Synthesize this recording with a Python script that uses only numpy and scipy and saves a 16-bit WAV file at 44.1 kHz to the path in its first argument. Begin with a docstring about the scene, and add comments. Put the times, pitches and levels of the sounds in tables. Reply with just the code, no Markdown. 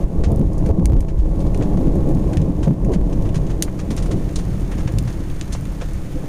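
"""Distant thunder, shock waves dulled by the air, rolls over light rain, heard inside a parked vehicle. Almost
at once single peals stand out of the roll, and drops splat on the bodywork or tick close by. Near 1 s the
thunder is heaviest and fine dry crackles fall on its loud peaks; a limiter catches the strongest peals and
ducks the rain for a moment. At 3.6 s comes the hardest tick. Then the roll slowly fades, the rain grows a
little, and a few knocks and soft bumps set the body panels ringing."""
import sys
import numpy as np
from scipy import signal
from scipy.fft import rfft, irfft, next_fast_len
from scipy.io import wavfile
from scipy.ndimage import uniform_filter1d

SR = 44100
rng = np.random.default_rng(int(sys.argv[2]) if len(sys.argv) > 2 else 0)


def persist_wave(psi):
    """Save psi, clipped to +-1, as 16-bit WAV."""
    counts = np.round(np.clip(psi, -1, 1) * 32767).astype(np.int16)
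    wavfile.write(sys.argv[1], SR, np.atleast_2d(counts).T)


N = 276948
TIME = np.arange(N) / SR

# slow envelope of the thunder: time_s, level_db, depth_db (more rumble, less growl)
THUNDER_ROLL = [(0, -24, 0.5), (.3, -18, 3.5), (.58, -19.5, 2), (.92, -13, 1), (1.05, -18.5, 3),
                (1.2, -23, -0.5), (1.45, -20, 1.5), (1.95, -19.5, 1), (2.55, -21.5, 1), (2.75, -21, 1),
                (2.9, -18.5, 2.5), (3.1, -21, 1.5), (3.35, -21.5, 2.5), (3.7, -27.5, 1), (4.1, -25, 2),
                (4.4, -27, 3), (4.98, -26.5, 2.5), (5.3, -30, 3.5), (6.0, -31, 4.5), (6.28, -28.5, 1)]
# low, middle and high registers of the thunder: frequency_hz, gain_db
RUMBLE_SPECTRUM = [(5, -5.5), (14, 9), (26, -8.5), (40, 6), (50, 1), (63, -8), (80, -1), (100, -7.5),
                   (135, -44.5)]
BOOM_SPECTRUM = [(70, -17), (105, -3.5), (120, 2.5), (140, 0.5), (180, 0.5), (215, -3.5), (245, -9),
                 (290, -8.5), (420, -32.5)]
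GROWL_SPECTRUM = [(190, -21.5), (260, -14.5), (295, 6.5), (335, 4.5), (400, -2.5), (540, -6), (740, -12.5),
                  (830, -12.5), (930, -19.5), (1110, -19), (1300, -38), (2200, -77), (4000, -57)]
# resonances and notches of the cabin: centre_hz, width_hz, gain_db
CABIN_RESONANCES = [(174.7, 15.3, 1), (234, 12, -4), (358, 13.6, -3), (542, 26, 2.5), (661, 16, 2.5),
                    (775, 22, -4), (798, 30, -0.5)]
# nearly steady envelope of the rain: time_s, level_db
RAIN_ENVELOPE = [(0, -47.5), (.3, -49.5), (.75, -47), (1.2, -48), (2, -47.5), (2.5, -47.5), (3.1, -48),
                 (3.7, -49.5), (4.1, -46), (6.28, -45.5)]
# wash of the rain outside: frequency_hz, gain_db
RAIN_SPECTRUM = [(200, -4.5), (700, 10.5), (1300, 8.5), (2200, 4.5), (3500, -1), (6500, -6.5),
                 (10000, -7.5), (12000, -11), (15500, -10)]
# single peals of thunder: centre_s, peak_db, pitch_hz, half_length_s
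THUNDER_PEALS = [(0.049, -2, 40, 0.019), (0.211, -20.5, 470, 0.034), (0.276, -3.5, 62, 0.015),
                 (.313, -20.5, 512, 0.067), (.328, -5, 170, 0.021), (.4, -16, 270, 0.039),
                 (.411, -3, 182, .024), (.705, -14, 430, 0.032), (.715, -1.5, 84.5, 0.026),
                 (.795, 0, 183, 0.032), (.887, -0.5, 57, 0.05), (.935, 0, 106, 0.015),
                 (0.967, 3, 30.4, 0.039), (1.009, -1, 74, 0.023), (1.195, -1.5, 60, 0.041),
                 (1.223, -3.5, 30.3, 0.15), (1.612, -13.5, 255, 0.031), (1.79, -14, 193, 0.078),
                 (1.879, -14, 288, 0.066), (1.961, -14, 337, .05), (1.988, -9, 72.7, 0.053),
                 (2.084, -16, 304, 0.063), (2.16, -6, 155, 0.034), (2.39, -11, 100, 0.034),
                 (2.423, -6, 149, 0.034), (2.452, -17.5, 340, .07), (2.494, -9.5, 191, .047),
                 (2.619, -17.5, 312, 0.0206), (2.68, -17.5, 520, 0.021), (2.685, -0.5, 151, 0.024),
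                 (2.717, -1, 173, 0.016), (2.84, -11.5, 183, 0.058), (2.909, -10.5, 315, 0.04),
                 (2.916, -25, 537, 0.075), (2.965, -4, 188, 0.0094), (3.015, -5.5, 38.6, 0.041),
                 (3.1, -18, 167, 0.12), (3.24, -25.5, 474, 0.076), (3.257, -9.5, 88, 0.031),
                 (3.38, -12, 114.4, 0.047), (3.913, -16.5, 230, 0.06), (4.135, -17.5, 310, 0.057),
                 (4.14, -14.5, 98, 0.065), (4.17, -21, 191, .12), (4.512, -17.5, 110, 0.14),
                 (4.86, -10, 137.5, 0.0075), (4.961, -13, 117, 0.067), (5.07, -17.5, 123, 0.078),
                 (5.62, -18.5, 116, 0.067)]
# dulling of a peal by distance: frequency_hz, gain_db
AIR_ABSORPTION = [(1000, 0.5), (2500, -16.5)]
# drops bursting on the bodywork: start_s, level_db, low_db, length_factor, top_db
SPLAT_DROPS = [(0.2357, -28.5, -1, 0.38, -5), (0.6592, -35.5, 0, 0.18, 12), (1.081, -35.5, 1, 0.43, 5),
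               (1.187, -43, -2, 0.37, -3), (1.403, -41.5, -5, 0.28, 5), (1.464, -45, -4, 0.45, -2),
               (1.6073, -33, 9, 0.32, -1), (1.621, -34, 1, 0.34, 2), (1.771, -40, 1, 0.19, -3),
               (2.331, -36.5, -1, .2, 6), (2.6284, -32, -0.5, 0.43, 4), (2.916, -40, 1, 0.49, 12),
               (2.9331, -32, 0, .36, 8), (3.058, -52, -1.5, 0.38, 5), (3.126, -39.5, -3, 0.25, 2),
               (3.251, -38, 6, 0.41, 12), (3.342, -35.5, 2, 0.38, 7), (3.354, -35.5, -3, 0.39, 7),
               (3.494, -39.5, 1, 0.61, 2), (3.677, -36, 22, 0.15, 3), (3.789, -35.5, -2, 0.39, 2),
               (3.903, -33.5, -3.5, 0.48, 11), (3.9732, -33, -5, 0.44, 1), (4.0228, -38, -6, 0.33, 9),
               (4.0575, -36.5, -4, 0.33, 12), (4.1085, -33, -3.5, 0.48, 5), (4.357, -31.5, -12.5, 0.28, 6),
               (4.3856, -37.5, -1.5, 0.43, 9), (4.7123, -36, 7.5, 0.56, 13), (4.779, -39, 1, 0.47, 4),
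               (4.803, -40, 1, 0.38, 8), (4.873, -31, 4, 0.31, 1), (5.073, -35.5, 1, 0.47, 2),
               (5.522, -34, -12, 0.52, 6), (5.5462, -38, 7, 0.43, 5), (5.811, -32, 3, 0.43, 1)]
# colour common to all splats: frequency_hz, gain_db
SPLAT_SPECTRUM = [(200, -15), (700, 7.5), (1500, 4.5), (3000, 0), (6000, -6), (9500, -13.5), (11500, -27.5),
                  (15500, -37)]
# drops on a hard surface close by: start_s, level_db, low_db, top_db, rattle_db, cabin_db, middle_db
TICK_DROPS = [(.319, -36, 6, 14, -12, -24, 0), (.3602, -37.5, -22, 12, -5, -18, -2),
              (.395, -40, -8, 12, -10, -18, 0), (.533, -43, -23, 2, -10, -12, -3),
              (.58, -41, -33, 2, -7, -4, -7), (0.8568, -16.5, 10, -0.5, -6, -19, -11),
              (1.006, -27.5, 6, 5, -2, -10, -2), (1.395, -44.5, -15, 0, -10, -22, -2),
              (1.546, -32, 18, -7, -6, -14, -1), (1.576, -39.5, -9, 5, -9.5, -26, 2),
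              (1.882, -46, 11, -20, -10, -18, 0), (1.957, -44, -10, 7, -10, -20, 0),
              (2.089, -46, -12, 7, -7, -14, 0), (2.149, -42, -10, 5, -7, -10, -2),
              (2.3714, -27.5, 19, -9, -19, -16, -2), (2.4165, -37.5, 13, -12, -10, -4, -2),
              (2.848, -36, 17, 2, -6, -9.5, -6), (3.224, -40, 11, 2, -9, -9, 1),
              (3.2895, -43, 20, -10, -10, 0, 0), (3.467, -45, 13, -17, -8, 1, 0),
              (3.6241, -11, 4.5, 1.5, -9, -18, -2.5), (3.966, -33.5, 11, 3, -13, -7, -7),
              (4.2915, -41, 16, -20, -10, -10, 0), (4.3588, -30.5, -11, -11, -6, -7, 10),
              (4.4536, -43.5, -8, 4, -10, -24, 0), (4.608, -42, -8, 7, -10, -18, 0),
              (4.924, -41, -8, 6, -14, -26, 0), (4.9859, -25, 8, 0, -4, -18, -1),
              (5.0265, -42, -15, 14, -10, -22, 0), (5.127, -42, 0, -9, -6, -7, 4),
              (5.2993, -41.5, 19, 5, -10, -8, 6), (5.4125, -24.5, 12, -18, -21, -18, -2),
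              (5.61, -41.5, -2, 9, -8, -15, 0), (5.654, -40, 19, 1, -6, -14, 0),
              (5.723, -46, -12, 16, -8, -16, 0), (5.935, -42.5, -6, 0, -5, -18, -8)]
# colour common to all ticks: frequency_hz, gain_db
TICK_SPECTRUM = [(400, -43), (1600, -5), (2250, 0.5), (2700, 3.5), (3400, 7.5), (4750, 10), (5500, 7),
                 (7000, 7.5), (8100, 4), (9200, 9), (11000, 0.5), (12400, 0), (13800, -4), (15000, -6.5)]
# fine clicks during the heaviest thunder: start_s, strength_db
CRACKLE_CLICKS = [(0.4146, -20), (.691, -22), (0.7132, -17.5), (0.7969, -19), (.8855, -28), (0.9, -15.5),
                  (.922, -14), (.9335, -16), (0.94, -25), (0.9464, -25.5), (0.967, -15), (0.986, -20),
                  (0.997, -35), (1.0273, -20), (1.038, -25), (1.049, -22), (1.718, -32), (1.872, -24.5),
                  (2.1728, -23.5), (2.682, -17.5), (2.714, -21.5), (2.967, -34), (3.014, -21)]
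# colour of those clicks: frequency_hz, gain_db
CRACKLE_SPECTRUM = [(300, 45), (1500, 12.5), (4000, 2.5), (9000, -7), (15500, -5)]
# knocks and soft bumps on the body panels: start_s, level_db, softness_db_per_octave, length_factor
PANEL_BLOWS = [(3.680, -50, 5, 0.45), (4.721, -36, 19, 1.6), (4.881, -35, 11, 5.5), (5.55, -28.5, 1, .4),
               (5.819, -25, 9, 1.1), (6.154, -22, 35, 3.4)]
# modes of a panel, before each blow scales them: frequency_hz, level_db, t60_s
PANEL_MODES = [(292, -11, 0.019), (514, 4.5, 0.05), (698, -1.5, 0.094), (1060, 6, 0.026),
               (1500, -33, 0.021), (1730, -12, 0.017)]
# resonances and a notch of the microphone port: centre_hz, width_hz, gain_db
PORT_RESONANCES = [(4740, 250, 0), (6440, 150, 1), (6600, 1160, 5), (8010, 330, -4.5), (8950, 1100, 4)]


def amp(db):
    """Decibels to amplitude ratio."""
    return 10 ** (np.asarray(db) / 20)


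def unit_rms(x):
    """Normalisation to an rms of 1."""
    return x / np.sqrt(np.mean(x ** 2) + 1e-20)


def gain_at(spectrum, hz):
    """Linear interpolation of a gain in dB over log frequency."""
    frequency_hz, gain_db = np.transpose(spectrum)
    return np.interp(np.log(hz + 1), np.log(frequency_hz), gain_db)


def coloured(x, db_at):
    """Minimum-phase filtering with gain db_at(hz): folding the cepstrum makes the response causal."""
    size = 2 * next_fast_len(len(x))
    gain = amp(db_at(np.fft.rfftfreq(size, 1 / SR)))
    cepstrum = irfft(np.log(gain), size)
    cepstrum[1:size // 2] *= 2
    cepstrum[size // 2 + 1:] = 0
    return irfft(rfft(x, size) * np.exp(rfft(cepstrum)), size)[:len(x)]


def local_rms(x, window_s):
    """Running rms under a triangular window."""
    size = max(int(window_s * SR), 1)
    power = uniform_filter1d(uniform_filter1d(x ** 2, size), size)
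    return np.sqrt(abs(power) + 1e-14)


def impacts(per_s, spread_db):
    """A Poisson process: impulses at random moments, most small and a few large."""
    size = amp(spread_db * np.minimum(rng.exponential(1, N), 4))
    return size * rng.choice([-1, 1], N) * (rng.random(N) < per_s / SR)


def shock_waves(spectrum, level_db, per_s, spread_db, steady_s):
    """Superposition: shocks from many bends of the lightning channel, dulled by distance, form a roll."""
    top_hz, top_db = spectrum[-1]
    absorbed = list(spectrum) + [(2 * top_hz, top_db - 39.5)]  # the air absorbs everything higher
    waves = coloured(impacts(per_s, spread_db), lambda hz: gain_at(absorbed, hz))
    return waves / local_rms(waves, steady_s) * amp(level_db)


def thunder():
    """Amplitude modulation: one roll drives three registers, and its depth trades growl for rumble."""
    time_s, level_db, depth_db = np.transpose(THUNDER_ROLL)
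    level, depth = np.interp(TIME, time_s, level_db), np.interp(TIME, time_s, depth_db)
    rumble = shock_waves(RUMBLE_SPECTRUM, level + depth, per_s=330, spread_db=3.0, steady_s=0.42)
    boom = shock_waves(BOOM_SPECTRUM, level, per_s=280, spread_db=0.0, steady_s=0.097)
    growl = shock_waves(GROWL_SPECTRUM, level - depth, per_s=800, spread_db=1.5, steady_s=0.42)
    return amp(3.0) * rumble + amp(-0.03) * boom + amp(-4.0) * growl


def cavity(x, resonances):
    """Resonance: an enclosed air space imposes bell-shaped peaks and notches on the spectrum."""
    return coloured(x, lambda hz: sum(gain_db * np.exp(-((hz - centre_hz) / width_hz) ** 2)
                                      for centre_hz, width_hz, gain_db in resonances))


def rain():
    """Shot noise: countless far drops blend into hiss, nearer ones patter, fine droplets prick on top."""
    t = np.arange(SR // 20) / SR
    spray = rng.standard_normal(len(t)) * (np.exp(-t / 0.0045) + 0.18 * np.exp(-t / 0.0023))
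    patter = signal.oaconvolve(impacts(per_s=90, spread_db=2), spray)[:N]
    prick = np.diff(rng.standard_normal(len(t)) * np.exp(-t / 0.0005))
    droplets = signal.oaconvolve(impacts(per_s=60, spread_db=2), prick)[:N]
    hiss = rng.standard_normal(N)
    drops = hiss + amp(-5) * unit_rms(patter) + amp(-8) * unit_rms(droplets)
    wash = coloured(drops, lambda hz: gain_at(RAIN_SPECTRUM, hz))
    return unit_rms(wash) * amp(np.interp(TIME, *np.transpose(RAIN_ENVELOPE)))


def peals(slope_db_per_octave=22):
    """Wave packets: shock waves that arrive in a bunch make a brief swell around one pitch."""
    out, t = np.zeros(N), np.arange(-SR // 2, SR // 2) / SR
    for centre_s, peak_db, pitch_hz, half_length_s in THUNDER_PEALS:
        def band_db(hz):
            octaves_away = abs(np.log2((hz + 1) / pitch_hz))
            return gain_at(AIR_ABSORPTION, hz) - np.minimum(slope_db_per_octave * octaves_away, 100)
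        waves = coloured(rng.standard_normal(len(t)), band_db)
        swell = waves / local_rms(waves, 2 / pitch_hz) * np.exp(-2 * (t / half_length_s) ** 2)
        out += np.interp(TIME - centre_s, t, amp(peak_db) * swell / abs(swell).max())
    return out


def add(mix, start_s, sound):
    """Superposition of a sound on the mix from start_s on."""
    part = mix[max(round(start_s * SR), 0):][:len(sound)]
    part += sound[:len(part)]


def drop(blow, spectrum, level_db, low_db, top_db, middle_db=0):
    """Source and filter: heavy drops are fuller below, fine ones brighter, some hollow in the middle."""
    tilt = [(2300, low_db), (3300, low_db / 2 + middle_db), (4000, low_db / 4 + middle_db),
            (4800, 0), (7500, 0), (12000, top_db)]
    sound = coloured(blow, lambda hz: gain_at(spectrum, hz) + gain_at(tilt, hz))
    return amp(level_db) * sound / local_rms(sound, window_s=.002).max()


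def splats():
    """Splashing: a drop spreads for a few milliseconds and breaks into droplets; its spray dies away."""
    out, t = np.zeros(N), np.arange(SR // 7) / SR
    for start_s, level_db, low_db, length_factor, top_db in SPLAT_DROPS:
        age = t / max(length_factor, .2)
        spread = (1 - np.exp(-age / 0.0081)) * np.exp(-age / 0.034)
        spray = rng.standard_normal(len(t))
        flicker_db = 2.5 * unit_rms(uniform_filter1d(rng.standard_normal(len(t)), size=30))
        blow = spread * spray * amp(flicker_db)
        add(out, start_s, drop(blow, SPLAT_SPECTRUM, level_db, low_db, top_db))
    return out


def ticks():
    """Direct sound and reverberation: a hard crack, a rattle of close reflections, the cabin's decay."""
    out, t = np.zeros(N), np.arange(SR // 10) / SR
    for start_s, level_db, low_db, top_db, rattle_db, cabin_db, middle_db in TICK_DROPS:
        echoes = amp(rattle_db) * np.exp(-t / 0.0017) + amp(cabin_db) * np.exp(-t / 0.011)
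        blow = rng.standard_normal(len(t)) * echoes
        blow[0] += 4  # the direct crack
        add(out, start_s, drop(blow, TICK_SPECTRUM, level_db, low_db, top_db, middle_db))
    return out


def crackles():
    """Broadband transients: tiny dry impulses with no ring, each frayed by a trace of noise."""
    out, t = np.zeros(N), np.arange(SR // 200) / SR
    for start_s, strength_db in CRACKLE_CLICKS:
        click = 0.08 * rng.standard_normal(len(t)) * np.exp(-t / 0.00043)
        click[0] += 1
        add(out, start_s, amp(strength_db) * click)
    return coloured(out, lambda hz: gain_at(CRACKLE_SPECTRUM, hz))


def knocks():
    """Damped modal vibration: a blow sets a panel ringing; a soft one excites only its low modes."""
    out, t = np.zeros(N), np.arange(SR // 6) / SR
    lowest_hz = PANEL_MODES[0][0]
    for start_s, level_db, softness_db_per_octave, length_factor in PANEL_BLOWS:
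        age = t / max(length_factor, .2)
        ring = np.zeros(len(t))
        for hz, mode_db, t60_s in PANEL_MODES:
            struck_db = mode_db - softness_db_per_octave * np.log2(hz / lowest_hz)
            cycles = hz * rng.uniform(.98, 1.02) * t + rng.random()
            ring += amp(struck_db - 60 * age / t60_s) * np.sin(2 * np.pi * cycles)
        ring *= 1 - np.exp(-age / 0.00098)  # rounded attack
        add(out, start_s, amp(level_db) * ring / local_rms(ring, window_s=.002).max())
    return out


def scene():
    """Superposition: thunder through the cabin, rain, drops and knocks at one microphone, with fine crackles
    laid over them."""
    cabin_thunder = cavity(thunder() + peals(), CABIN_RESONANCES)
    return (cabin_thunder + crackles() + rain() + ticks() + splats() + knocks())[None]


def limiter(x, threshold_db, share, recover_db_per_s):
    """Automatic gain control: the gain falls at once by a share of a peak's excess, then creeps back."""
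    sensed = uniform_filter1d(uniform_filter1d(x, size=24), size=24)  # the briefest clicks slip through
    duck_db = share * np.maximum(20 * np.log10(abs(sensed) + 1e-9) - threshold_db, 0)
    recovery_db = recover_db_per_s * TIME
    return x / amp(np.maximum.accumulate(duck_db + recovery_db) - recovery_db)


def record(dry):
    """Port resonance colours the sound; slow and quick limiting, clipping and a low-pass confine it."""
    heard = cavity(dry[0], PORT_RESONANCES)
    ducked = limiter(heard, threshold_db=-7.5, share=0.85, recover_db_per_s=21.5)  # ducks the rain
    held = limiter(ducked, threshold_db=-5.3, share=1, recover_db_per_s=200)  # holds the peaks
    clipped = np.clip(held, -.75, .75)  # flattens the hardest click
    low_pass = signal.firwin(401, cutoff=15480, window=("kaiser", 9), fs=SR)
    return signal.oaconvolve(clipped, low_pass, "same")[None]


dry = scene()
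out = record(dry)
persist_wave(out)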